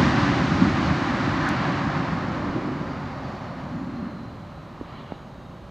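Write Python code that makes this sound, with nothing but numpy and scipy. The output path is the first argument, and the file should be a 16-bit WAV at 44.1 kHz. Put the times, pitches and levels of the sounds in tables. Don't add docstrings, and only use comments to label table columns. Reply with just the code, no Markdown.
import sys
import numpy as np
from scipy import signal
from scipy.fft import rfft, irfft
from scipy.io import wavfile
from scipy.ndimage import uniform_filter1d

SR = 44100
rng = np.random.default_rng(int(sys.argv[2]) if len(sys.argv) > 2 else 0)


def dump(signal):
    limited = np.clip(np.atleast_2d(signal).T, -1, 1)
    pcm = np.round(limited * 32767).astype(np.int16)
    wavfile.write(sys.argv[1], SR, pcm)


N = 251370
TIME = np.arange(N) / SR
FREQUENCY = np.fft.rfftfreq(N, 1 / SR)
OCTAVE = np.log2(np.maximum(FREQUENCY, 1))

# (per Hz, relative)
FIELD_SPECTRUM = [(20, -19), (35, 0.5), (60, 2.5), (130, -4.5), (250, -4), (380, -5), (450, -11.5),
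                  (590, -2.5), (680, -10), (1200, -22.5), (2000, -32), (2900, -24), (4000, -30)]
# (per Hz, relative)
SELF_NOISE_SPECTRUM = [(100, -2.5), (5000, 2.5), (8000, 3), (11000, 5), (15000, 3), (16000, -2)]
# start_s, level_db (before its envelope)
TICK_EVENT = (1.4894, -24.5)
# (per Hz, relative)
TICK_SPECTRUM = [(4000, -2), (5500, 1.5), (6600, 3), (8000, -6), (10200, -9), (13000, -13), (14500, -27)]
# start_s, level_db (before the low-pass), contact_hz, pitch_ratio
BUMP_EVENTS = [(2.4927, -14.5, 300, 1.0), (2.9655, -20, 300, .8), (4.8114, -19.5, 560, 1.5),
               (5.1210, -19.5, 1250, 1.06)]
# frequency_hz (before pitch_ratio), level_db, t60_s
HOUSING_MODES = [(185, -3.5, .042), (700, 3.5, .0062), (240, -7, .032), (1250, -8, .004)]
# frequency_hz, side_minus_mid_db
STEREO_WIDTH = [(30, -24), (100, -26), (280, -40.5), (480, -15.5), (1000, -27.5), (2400, -20), (4400, -36),
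                (7000, -16), (10000, -2.5), (16000, -10.5)]
# centre_s, half_length_s (to 1/e), level_db
FLARE_BURSTS = [(4.91, .065, -56.5), (5.005, .05, -53.5), (5.12, .07, -57)]
# centre_hz, width_hz, level_db (relative)
FLARE_HISS_BANDS = [(1900, 120, 0), (2260, 170, 1), (2860, 70, 1), (3050, 45, -2), (3320, 70, -3),
                    (3560, 70, -6), (3870, 80, -4), (4060, 50, -5), (4350, 260, -6)]
# (per Hz, relative)
INTAKE_SPECTRUM = [(3000, -12.5), (4300, -1), (5200, -10.5), (6300, -9.5), (7300, -14.5), (8200, -16.5)]
# ratio (to the blade tone), level_db (relative)
FAN_TONE_RATIOS = [(.998, 0), (1.011, -4), (1.048, -7)]
# time_s, level_db
FAN_LEVEL_CURVE = [(0, -69), (2.6, -73), (2.95, -66.5), (3.3, -67), (3.55, -70), (3.8, -68.5), (4.0, -63.5),
                   (4.15, -64), (4.25, -68.5), (4.6, -69.5), (4.8, -72), (5.1, -73), (5.4, -71), (5.7, -76)]
# time_s, level_db
TURBINE_LEVEL_CURVE = [(0, -76), (3.65, -81), (3.82, -75), (4.0, -83), (4.8, -85), (5.0, -79), (5.35, -78),
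                       (5.7, -83)]
# (per Hz, relative)
RUMBLE_SPECTRUM = [(20, -32.5), (40, -27), (60, -8), (85, -4.5), (115, 0), (150, 1), (195, -2.5),
                   (235, -17), (300, -22)]
BUFFET_SPECTRUM = [(150, -30.5), (205, -1), (245, 1.5), (280, 3), (315, -3), (360, -10), (405, -31.5),
                   (445, -43)]
ROAR_SPECTRUM = [(250, -24), (360, 3.5), (445, -9), (510, -3), (560, 0.5), (650, -3.5), (790, 0.5),
                 (900, -2), (1030, 1), (1270, -1), (1450, -8), (2000, -24.5), (3200, -41.5)]
RUSH_SPECTRUM = [(900, -38.5), (1250, -3), (1450, 3.5), (1750, 3.5), (2050, 0.5), (2400, -3), (2750, -9),
                 (3300, -29)]
HISS_SPECTRUM = [(1800, -16), (2550, -5), (2900, 2.5), (3300, -1.5), (4000, -0.5), (4700, -3.5),
                 (5400, -11.5), (6800, -14.5), (8000, -32)]
SPRAY_SPECTRUM = [(4000, -3.5), (5400, 8), (6800, -3), (8000, -7.5), (9200, -18), (11000, -26.5),
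                  (15000, -39)]
# centre_s, half_length_s (to 1/e), gain_db (before flutter), centre_hz, reach_octaves (either side, to 1/e)
AIR_SWELLS = [(0.006, 0.077, 2.5, 180, 11), (0.204, 0.13, 2.5, 1500, 1.8), (0.506, .1, -1, 1800, 1.8),
              (0.633, 0.045, 9.5, 200, 0.67), (0.905, 0.026, 7.5, 120, 0.86), (1.06, 0.094, -7, 116, 0.56),
              (1.1, 0.0088, 4, 220, 1.1), (1.37, .13, -5, 413, 0.34), (1.465, 0.045, 7.5, 1660, 0.27),
              (1.66, 0.2, 1.5, 3000, 0.75), (2.002, 0.79, 3, 1120, 1.52), (1.98, 0.032, 1.5, 1900, 0.44),
              (1.934, 0.29, 6, 185, 0.34), (2.666, 0.33, 9, 342, 0.73), (3.3, 0.22, 4.5, 257, 0.28),
              (3.382, 0.38, 6.5, 634, 0.53), (3.4, 0.35, 3, 6000, 0.88), (3.452, 0.61, 2, 2060, 0.93),
              (3.76, 0.026, 10, 170, 0.71), (3.946, 0.32, 14, 259, 0.37), (4.06, 0.04, 3.5, 1800, 0.89),
              (4.1, .1, 4.5, 530, 0.34), (4.45, 0.28, -1.5, 2300, 2.1), (4.986, 0.14, 3.5, 900, 0.88),
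              (4.98, .06, 6, 265, .4), (5.0, 0.23, 4.5, 3280, 0.74)]

THROTTLE_BACK_S, SPOOL_DOWN_S = 1.6, 2.0
FAN_FULL_HZ, FAN_IDLE_HZ = 5860, 3400
TURBINE_HZ, TURBINE_SAG_HZ_PER_S = 7735, 219
WHINE_FLUTTER_DB, FLARE_FLICKER_DB = 2.0, 2.5
INTAKE_DB = -67.5
BUFFET_RATIO, BUFFET_POWER = 1.03, .35
SWELL_FLUTTER, SWELL_FLUTTER_PER_S = .1, 16
CUTOFF_HZ = 15400


def from_db(db):
    return 10 ** (np.asarray(db) / 20)


def rms_one(x):
    return x / np.sqrt(np.mean(x ** 2) + 1e-20)


def in_time(rows):
    return np.interp(TIME, *np.transpose(rows))


def hump(x, centre, width):
    return np.exp(-((x - centre) / width) ** 2)


def colour(x, points):
    hz, db = np.transpose(points)
    log_hz = np.log2(hz)
    beyond = np.abs(OCTAVE - np.clip(OCTAVE, log_hz[0], log_hz[-1]))
    gain_db = np.interp(OCTAVE, log_hz, db) - 36 * beyond
    return irfft(rfft(x) * from_db(gain_db), N)


def drift(rate):
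    noise = rfft(rng.standard_normal(N))
    return rms_one(irfft(noise / (1 + (FREQUENCY / rate) ** 2), N))


def pan(x, left_db):
    return x * from_db(np.array([[.5], [-.5]]) * left_db)


def background(spectrum, level_db, spread):
    noise = rng.standard_normal(N) + spread * rng.standard_normal((2, N))
    return from_db(level_db) * rms_one(colour(noise, spectrum))


def self_noise():
    return background(SELF_NOISE_SPECTRUM, level_db=-76.5, spread=.3)


def open_field():
    return pan(background(FIELD_SPECTRUM, level_db=-45.5, spread=0.18), left_db=-2.0)


def tick(decay_s):
    start_s, level_db = TICK_EVENT
    age = np.maximum(TIME - start_s, 0) / decay_s
    crack = rms_one(colour(rng.standard_normal(N), TICK_SPECTRUM))
    return from_db(level_db) * age * np.exp(-age) * crack


def bumps():
    out = np.zeros(N)
    for start_s, level_db, contact_hz, pitch in BUMP_EVENTS:
        age = np.maximum(TIME - start_s, 0)
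        ring = np.zeros(N)
        for k, (hz, db, t60_s) in enumerate(HOUSING_MODES):
            envelope = from_db(db - 60 * age / t60_s)
            ring += (-1) ** k * envelope * np.sin(2 * np.pi * pitch * hz * age)
        lowpass = signal.butter(2, contact_hz, "low", fs=SR, output="sos")
        out += from_db(level_db) * signal.sosfilt(lowpass, ring + 1e-18)
    return pan(out, left_db=-2.5)


def eddies(spectrum, level_db, left_db, speed=1):
    mid, side = colour(rng.standard_normal((2, N)), spectrum)
    stereo = mid + colour(side, STEREO_WIDTH) * [[1], [-1]]
    place = np.cumsum(speed * np.ones(N))
    both = np.array([np.interp(place, np.arange(N), x, period=N) for x in stereo])
    power = uniform_filter1d(np.mean(both ** 2, axis=0), size=SR // 5)
    return pan(both, left_db) * from_db(level_db) / np.sqrt(power)


def whine(hz, wander_hz, skirt_hz, skirt_db):
    wander = np.exp(2j * np.pi * np.cumsum(wander_hz * drift(25)) / SR)
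    core = from_db(WHINE_FLUTTER_DB * drift(6)) * wander
    skirt = (drift(skirt_hz) + 1j * drift(skirt_hz)) / np.sqrt(2)
    carrier = np.exp(2j * np.pi * np.cumsum(hz * np.ones(N)) / SR)
    return rms_one(np.real((core + from_db(skirt_db) * skirt) * carrier))


def flares():
    level = sum(from_db(db) * hump(TIME, centre_s, length_s) for centre_s, length_s, db in FLARE_BURSTS)
    bands = np.zeros(N)
    for hz, width_hz, db in FLARE_HISS_BANDS:
        flicker = from_db(db + FLARE_FLICKER_DB * drift(12))
        bands += flicker * whine(hz, wander_hz=width_hz, skirt_hz=width_hz, skirt_db=10)
    return pan(level * rms_one(bands), left_db=-1.0)


def fan_speed():
    idle = FAN_IDLE_HZ / FAN_FULL_HZ
    coasting_s = np.maximum(TIME - THROTTLE_BACK_S, 0)
    return idle + (1 - idle) * np.exp(-coasting_s / SPOOL_DOWN_S)


def intake_hiss():
    return eddies(INTAKE_SPECTRUM, INTAKE_DB, left_db=1.5)


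def fan_whine():
    fan_hz = FAN_FULL_HZ * fan_speed()
    fans = np.zeros(N)
    for ratio, db in FAN_TONE_RATIOS:
        fans += from_db(db) * whine(ratio * fan_hz, wander_hz=9, skirt_hz=300, skirt_db=-4)
    return from_db(in_time(FAN_LEVEL_CURVE)) * fans


def turbine_whine():
    hz = TURBINE_HZ - TURBINE_SAG_HZ_PER_S * TIME
    return from_db(in_time(TURBINE_LEVEL_CURVE)) * whine(hz, wander_hz=12, skirt_hz=260, skirt_db=-1)


def jet_level(start_db, speed_power, recede_db_per_s):
    return start_db + 10 * speed_power * np.log10(fan_speed()) - recede_db_per_s * TIME


def moving_air(x):
    flutter = 1 + SWELL_FLUTTER * drift(SWELL_FLUTTER_PER_S)
    spectrum = rfft(x)
    out = x.copy()
    for centre_s, length_s, db, hz, reach in AIR_SWELLS:
        region = irfft(spectrum * hump(OCTAVE, np.log2(hz), reach), N)
        gain = from_db(db * flutter * hump(TIME, centre_s, length_s))
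        out += (gain - 1) * region
    return out


def exhaust():
    rumble_db = jet_level(start_db=-23.5, speed_power=1.3, recede_db_per_s=3.5)
    buffet_db = jet_level(start_db=-24.0, speed_power=5.8, recede_db_per_s=3.5)
    roar_db = jet_level(start_db=-27.5, speed_power=5.39, recede_db_per_s=2.0)
    rush_db = jet_level(start_db=-31.5, speed_power=7.4, recede_db_per_s=2.5)
    hiss_db = jet_level(start_db=-37.5, speed_power=6.65, recede_db_per_s=3.5)
    spray_db = jet_level(start_db=-49.0, speed_power=5.3, recede_db_per_s=4.0)
    gusts = drift(9.7)
    buffet_speed = BUFFET_RATIO * fan_speed() ** BUFFET_POWER
    rumble = eddies(RUMBLE_SPECTRUM, rumble_db + .6 * drift(7), left_db=0.2)
    buffet = eddies(BUFFET_SPECTRUM, buffet_db + .6 * drift(39), left_db=-0.5, speed=buffet_speed)
    roar = eddies(ROAR_SPECTRUM, roar_db + 0.28 * gusts, left_db=-1.05)
    rush = eddies(RUSH_SPECTRUM, rush_db + 0.19 * drift(8.2), left_db=0.0)
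    hiss = eddies(HISS_SPECTRUM, hiss_db + 0.5 * gusts, left_db=1.5)
    spray = eddies(SPRAY_SPECTRUM, spray_db, left_db=-1.2)
    return moving_air(rumble + buffet + roar + rush + hiss + spray)


def scene():
    surroundings = self_noise() + open_field()
    contacts = tick(decay_s=0.00058) + bumps()
    engines = intake_hiss() + fan_whine() + turbine_whine()
    airliner = flares() + engines + exhaust()
    return surroundings + contacts + airliner


def record(dry):
    lowpass = signal.ellip(10, .05, 70, CUTOFF_HZ, fs=SR, output="sos")
    return signal.sosfiltfilt(lowpass, dry)


dry = scene()
out = record(dry)
dump(out)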